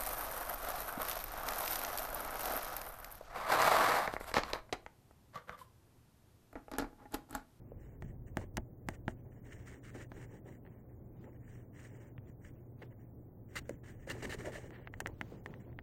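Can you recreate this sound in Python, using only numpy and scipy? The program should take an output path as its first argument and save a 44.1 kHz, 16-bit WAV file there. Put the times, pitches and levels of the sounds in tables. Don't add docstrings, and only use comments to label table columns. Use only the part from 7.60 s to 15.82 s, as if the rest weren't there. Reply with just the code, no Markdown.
import sys
import numpy as np
from scipy import signal
from scipy.fft import rfft, irfft, next_fast_len
from scipy.io import wavfile
from scipy.ndimage import uniform_filter1d, map_coordinates

SR = 44100
rng = np.random.default_rng(int(sys.argv[2]) if len(sys.argv) > 2 else 0)


def nominal_scale(level):
    x = np.asarray(level, float) / 20
    return 10 ** x


def dump(signal):
    limited = np.clip(np.atleast_2d(signal).T, -1, 1)
    pcm = np.round(limited * 32767).astype(np.int16)
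    wavfile.write(sys.argv[1], SR, pcm)


N = 362502


def unit(x):
    return x / np.sqrt(np.mean(x ** 2) + 1e-20)


def along(points, hz):
    f, v = np.transpose(points)
    return np.interp(np.log(hz + 1), np.log(f + 1), v)


def wobble(rate_hz):
    knots = rng.standard_normal(int(N * rate_hz / SR) + 4)
    return map_coordinates(knots, [np.arange(N) * rate_hz / SR])


def filtered(x, response):
    m = next_fast_len(len(x) + 8192)
    return irfft(rfft(x, m) * response(np.fft.rfftfreq(m, 1 / SR)), m)[:len(x)]


def resonance(f, hz, width_hz):
    return 1j * f * width_hz / (hz * hz - f * f + 1j * f * width_hz)


def ringing(x, modes):
    def response(f):
        return sum((-1) ** k * nominal_scale(db) * resonance(f, hz, width_hz)
                   for k, (hz, width_hz, db) in enumerate(modes))
    return filtered(x, response)


def cupped(x, modes):
    def response(f):
        return sum(nominal_scale(db) * hz * width_hz / (hz * hz - f * f + 1j * f * width_hz)
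                   for hz, width_hz, db in modes)
    return filtered(x, response)


def tinted(spectrum):
    return lambda x: filtered(x, lambda hz: nominal_scale(along(spectrum, hz)))


def coloured(spectrum):
    return unit(tinted(spectrum)(rng.standard_normal(N)))


def fibres(response, grain_db):
    slips = rng.standard_normal(N) * nominal_scale(grain_db * wobble(300))
    return unit(response(slips))


def claws():
    # (frequency [Hz], level [dB per Hz])
    weave_spectrum = [(700, -20.5), (1050, -9), (1400, -4), (1800, 1.5), (2250, -6.5), (2550, -18),
                      (3000, -13.5), (3600, -21.5), (4400, -34), (6000, -73)]
    # (frequency [Hz], level [dB per Hz])
    nap_spectrum = [(3300, -40), (3900, -10.5), (4500, -14), (5600, -3), (7000, -0.5), (8700, -2.5),
                    (9800, -11.5), (11000, -12), (14000, -11), (16000, -31.5)]
    # (frequency [Hz], level [dB per Hz])
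    tear_spectrum = [(2100, -27.5), (2750, 9), (3400, -4), (3900, 3.5), (4800, -2.5), (6500, -11),
                     (10000, -11), (14000, -9.5)]
    # (frequency [Hz], width [Hz], level over the direct path [dB])
    shell_modes = [(2645, 760, -0.5), (4170, 320, -1.5), (4740, 350, 1), (5740, 1200, -2.5),
                   (7030, 300, 2.5), (8310, 960, -1.5)]
    # (frequency [Hz], width [Hz], level [dB])
    cloth_modes = [(370, 190, -1.5), (595.4, 109, -1), (802, 280, -6.5)]

    scrape, nap, body = np.sqrt(strokes())
    stitching = nominal_scale(2.58 * wobble(40))
    treble = scrape * fibres(tinted(weave_spectrum), grain_db=2.5)
    treble += nap * fibres(tinted(nap_spectrum), grain_db=2.0)
    treble += nominal_scale(30.5) * scrape ** 1.812 * fibres(tinted(tear_spectrum), grain_db=3)

    bounce_s = 0.00107
    treble = filtered(treble, lambda f: 1 + 0.092 * np.exp(-2j * np.pi * f * bounce_s))

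    def shell(f):
        return 1 + sum(nominal_scale(db) * resonance(f, hz, width_hz) for hz, width_hz, db in shell_modes)

    treble = nominal_scale(-3) * filtered(treble, shell)
    cover = fibres(lambda x: ringing(ringing(x, cloth_modes), cloth_modes), grain_db=3.5)
    return stitching * treble + body * nominal_scale(2.2 * wobble(25)) * cover


def strokes():
    # (time [s], length [s], scrape [dB], weight on the cover [dB])
    swipes = [(0.418, 0.15, -70, 7), (0.769, 0.1, -60, 7), (0.972, 0.045, -72.5, 12.5),
              (1.209, 0.058, -89, 20.5), (1.478, 0.063, -65, 6), (1.644, 0.074, -83, 20),
              (1.71, 0.12, -77, 4), (3.107, 0.17, -75.5, 5), (4.396, 0.14, -68.5, 0),
              (5.953, 0.048, -47, -4), (6.004, 0.11, -76, 4), (6.05, 0.16, -69, -3), (6.23, 0.15, -63, -1),
              (6.496, 0.033, -48.5, -0.5), (6.519, 0.14, -58, 1), (6.782, 0.068, -57.5, 3),
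              (6.969, 0.03, -59.5, 9), (6.916, 0.082, -52.5, -3.5), (6.987, 0.15, -62.5, 3.5),
              (7.398, 0.04, -68, 14), (7.45, 0.1, -73, 19), (7.854, 0.17, -82, 25.5)]
    # (time [s], length [s], scrape [dB], weight on the cover [dB])
    drags = [(0.662, 0.049, -72.5, 1), (1.289, 0.087, -62, 2.5), (1.827, 0.2, -62.5, -2),
             (1.963, 0.16, -64.5, -3), (2.037, 0.18, -61, 0), (2.225, 0.11, -59.5, -12),
             (2.331, 0.14, -58, 3.5), (2.668, 0.15, -68.5, 6.5), (2.848, 0.08, -67.5, 8),
             (2.901, 0.087, -68, -5), (3.612, 0.13, -73.5, 13), (3.985, 0.089, -78, 7.5),
             (4.123, 0.23, -63, -3), (4.299, 0.13, -68.5, 5.5), (4.663, 0.069, -71, 1),
             (5.016, 0.098, -86.5, 6), (5.36, 0.17, -80, 0), (6.465, 0.068, -56, 4),
             (6.839, 0.095, -57, 8.5), (7.317, 0.1, -75.5, 10), (7.58, 0.3, -82, 18), (7.69, 0.16, -79, 20),
             (7.99, 0.074, -69, 6), (6.621, 0.044, -49.5, 3), (6.74, 0.17, -62, 0),
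             (6.69, 0.071, -48.5, -1)]
    # (time [s], length [s], scrape [dB], weight on the cover [dB])
    pulls = [
        (0.07, 0.36, -76, 5.5),
        (2.495, 0.19, -64.5, 5.5),
        (3.273, 0.083, -76.5, -1),
        (3.707, 0.073, -75, -6.5),
        (3.786, 0.23, -67.5, -12.5),
        (4.803, 0.11, -66.5, -4),
        (5.87, 0.146, -64, -19),
        (6.359, 0.12, -67.5, -18),
        (6.647, 0.053, -63, 10),
    ]
    # (time [s], length [s], scrape [dB], weight on the cover [dB])
    scuffs = [
        (3.044, 0.076, -83, 20),
        (5.216, 0.029, -59, 9.5),
        (5.305, 0.04, -71, 8.5),
        (7.104, 0.2, -62, 2),
        (8.06, 0.11, -81.5, 19.5),
    ]

    rows = [(row, 0.011, 0) for row in swipes]  # (stroke, rise [s], nap level [dB])
    for table, share, nap_db in (drags, 0.31, 0), (pulls, 0.62, 0), (scuffs, 0.15, -20):
        rows += [(row, share * row[1], nap_db) for row in table]

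    t = np.arange(N) / SR
    power = np.zeros((3, N))
    for (s, length_s, db, weight_db), rise_s, nap_db in rows:
        end_s = s + length_s
        span = slice(round(s * SR), round(end_s * SR))
        pressure = np.minimum((t[span] - s) / rise_s, (end_s - t[span]) / (length_s - rise_s))
        grip = 1.5 + max(0, 0.17 * (db + 56.5))
        swell = np.clip(grip * pressure, 0, 1) ** 2.2
        nap_db = nap_db - 11.5 - 0.04 * (db + 61.5)
        power[:, span] += swell * nominal_scale(db + np.array([[0], [nap_db], [weight_db]])) ** 2
    return power


def snaps():
    # (time [s], peak [dB], thud [dB], brightness [dB], rattle [0-1])
    thread_snaps = [(0.4223, -40, -1, -11.5, 1), (0.7703, -25, -2.5, -7, 0.16),
                    (0.9700, -28.5, -29.5, -3, 0.6), (0.9789, -34, 4, -20.5, 0.44),
                    (1.2867, -25.5, -5.5, -5.5, 0.29), (1.48, -26, -2, -20.5, 0.44),
                    (2.348, -49, 4, -15, 0.05), (2.5176, -40.5, -2.5, -15, 1),
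                    (6.0934, -36.5, -6.5, -3.5, 0.44), (7.106, -46, -6, -8, 0.1),
                    (7.4028, -33.5, -39, 0.5, 0.78), (7.46, -27.5, -16.5, -40, 0),
                    (7.471, -37.5, -24, 2.5, 0.32), (7.6119, -28.5, -10.5, -13.5, 0.18),
                    (7.86, -34.5, -19, -12, 0.26)]
    # (time [s], peak [dB])
    claw_ticks = [(3.0512, -59), (3.064, -54.5), (3.074, -59), (3.6423, -54), (4.58, -47.5), (5.224, -50.5),
                  (7.2733, -37), (7.3387, -40), (7.906, -59), (7.9393, -44), (8.128, -58), (7.183, -60),
                  (8.1887, -37)]
    # (frequency [Hz], width [Hz], level [dB])
    cavity_modes = [(1912, 405, 0.5), (2640, 630, -12.5)]
    # (frequency [Hz], width [Hz], level [dB])
    muffled_modes = [(1700, 670, -6), (2850, 210, -13)]
    # (frequency [Hz], width [Hz], level [dB])
    port_modes = [(6740, 1850, 2.5), (9300, 1800, -2.5), (14800, 3100, -7), (4540, 1400, -5.5)]
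    # (frequency [Hz], width [Hz], level [dB])
    mattress_modes = [(185, 170, 0), (380, 70, -3), (850, 110, -6), (640, 55, 0)]

    edge, push = np.zeros((2, N + SR))
    pulse = np.zeros((2, N + SR))
    t = np.arange(512) / SR
    ticks = [(s, db, -14, -40, 0.18) for s, db in claw_ticks]
    for s, db, thud_db, bright_db, rattle in thread_snaps + ticks:
        slips = rattle * rng.standard_normal(len(t)) * nominal_scale(-60 * t / 0.015)
        slips *= rng.random(len(t)) < 0.15
        heavy = np.clip((thud_db + 12) / 12, 0, 1)
        slips *= 1 - 0.7 * heavy
        slips[0] = 1
        at = round((s + 0.0005) * SR)
        pulse[:, at:at + len(t)] += nominal_scale(db + 32) * slips * np.array([[1 - heavy], [heavy]])
        edge[at:at + len(t)] += nominal_scale(db + bright_db + 13) * slips
        push[at + 4] += nominal_scale(db + thud_db + 39)

    boom = cupped(pulse[0], cavity_modes) + cupped(pulse[1], muffled_modes)
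    boom = filtered(boom, lambda f: 1 / (1 + 1j * f / 4500) ** 4)
    click = ringing(ringing(edge, port_modes), [(12000, 30000, 0.032)])
    padded = filtered(push, lambda f: 1 / (1 + 1j * f / 1500) ** 2)
    return (boom - click + ringing(padded, mattress_modes))[:N]


def paws():
    # (time [s], peak [dB], ring [Hz], t60 [s])
    landings = [
        (0.427, -36.5, 91, 0.041),
        (0.444, -43, 165, 0.082),
        (0.498, -38.5, 133, 0.04),
        (2.35, -47.5, 317, 0.071),
        (4.583, -42.5, 118, 0.089),
        (6.108, -37, 302, 0.028),
        (6.787, -36, 135, 0.024),
        (7.901, -42, 153, 0.074),
    ]
    # (time [s], peak [dB], ring [Hz], t60 [s])
    slipping_pads = [(0.119, -38, 480, 0.017), (5.219, -47, 534, 0.033), (6.094, -31.5, 510, 0.023),
                     (6.474, -39.5, 537, 0.019), (6.846, -48, 608, 0.05), (6.856, -47, 624, 0.12),
                     (6.872, -39, 557, 0.042), (6.881, -45, 648, 0.1), (6.955, -43.5, 617, 0.042),
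                     (6.981, -48.5, 613, 0.041), (7.722, -43.5, 460, 0.029)]

    out = np.zeros(N + SR)
    t = np.arange(SR // 12) / SR
    onset = 1 - np.exp(-t / 0.00077)
    for s, db, hz, t60_s in landings + slipping_pads:
        at = round(s * SR)
        ring = np.sin(2 * np.pi * hz * t * (1.06 - 6 * t))
        out[at:at + len(t)] += nominal_scale(db + 5 - 60 * t / t60_s) * ring * onset
    return out[:N]


def bedroom(x):
    # (frequency [Hz], t60 [s])
    decay = [(200, 0.18), (2000, 0.016), (10000, 0.011)]
    hz, t, z = signal.stft(rng.standard_normal(SR // 3), SR, nperseg=256)
    fading = z * nominal_scale(-60 * t / along(decay, hz)[:, None])
    tail = signal.istft(fading, SR, nperseg=256)[1]
    tail /= np.linalg.norm(tail)
    return signal.fftconvolve(np.pad(x, (220, 0)), tail)[:N]


def springs():
    # (frequency [Hz], width [Hz], level [dB])
    spring_modes = [(175, 172, -0.5), (372, 150, -5)]
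    settle_s = 0.088
    load = np.abs(uniform_filter1d(strokes()[2], round(settle_s * SR)))
    strength = np.sqrt(nominal_scale(-72) ** 2 + nominal_scale(-6) ** 2 * load)
    return strength * nominal_scale(5.1 * wobble(12)) * unit(ringing(rng.standard_normal(N), spring_modes))


def rocking():
    # (time [s], rumble [dB], half length [s])
    jolts = [(0.213, -49, 0.13), (0.447, -49, 0.18), (0.62, -50.5, 0.099), (0.803, -45, .15),
             (0.998, -43.5, 0.075), (1.294, -43.5, 0.042), (1.485, -47, 0.12), (1.853, -59, .12),
             (2.007, -56, 0.28), (2.42, -52, 0.06), (2.622, -57, 0.19), (3.472, -65.5, 0.29),
             (3.916, -55, .15), (4.855, -57.5, .2), (6.002, -57.5, .2), (6.675, -48.5, 0.37),
             (7.358, -52.5, 0.17), (7.503, -54, 0.18), (8.147, -58.5, 0.75)]
    # (frequency [Hz], level [dB per Hz])
    sway_spectrum = [(12, -25.5), (20, -1), (75, -1.5), (100, 0.5), (130, -12.5), (220, -120)]
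    t = np.arange(N) / SR
    power = nominal_scale(-62) ** 2
    for s, db, half_s in jolts:
        power = power + nominal_scale(db - 13 * np.abs(t - s) / half_s) ** 2
    return np.sqrt(power) * nominal_scale(0.26 * wobble(4)) * coloured(sway_spectrum)


def hum():
    # (frequency [Hz], wander [per s], level [dB])
    tones = [(103.2, 5, -61), (121.1, 4, -54)]
    t = np.arange(N) / SR
    out = np.zeros(N)
    for hz, rate_hz, db in tones:
        level = nominal_scale(db - 1 + 0.63 * wobble(rate_hz))
        out += level * np.sin(2 * np.pi * hz * t + 0.51 * wobble(rate_hz))
    return out


def room_air():
    # (frequency [Hz], level [dB per Hz])
    air_spectrum = [(35, -32), (60, -12), (119, -5), (170, -10.5), (290, -11.5), (500, -19.5), (760, -27.5),
                    (1240, -42), (2000, -50.5), (3000, -57), (7000, -49), (12500, -52), (14200, -43.5),
                    (15800, -41)]
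    return nominal_scale(-56) * coloured(air_spectrum)


def scene():
    hits = snaps() + paws()
    echo = nominal_scale(-21) * bedroom(hits)
    return (claws() + hits + echo + springs() + rocking() + hum() + room_air())[None]


def low_pass(x):
    return signal.sosfilt(signal.butter(12, 16970, fs=SR, output="sos"), x)


def record(dry):
    # (frequency [Hz], level [dB])
    gate = [(1500, -125), (2600, -106.5), (5000, -105), (8000, -106), (11000, -106), (14000, -107),
            (15850, -107.5), (15900, -80)]
    hz, _, z = signal.stft(dry[0], SR, nperseg=2048)
    floor = nominal_scale(along(gate, hz))[:, None]
    band = np.arange(len(hz)) // 16
    power = np.add.reduceat(np.abs(z) ** 2, np.arange(0, len(hz), 16)) / 16
    level = np.sqrt(power)[band]
    jitter = nominal_scale(2 * rng.standard_normal((band[-1] + 1, z.shape[1])))[band]
    kept = z * (level > floor * jitter) * (np.abs(z) > nominal_scale(1) * floor)
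    mix = signal.istft(kept, SR, nperseg=2048)[1][None, :N]
    return low_pass(mix)


dry = scene()
out = record(dry)
dump(out)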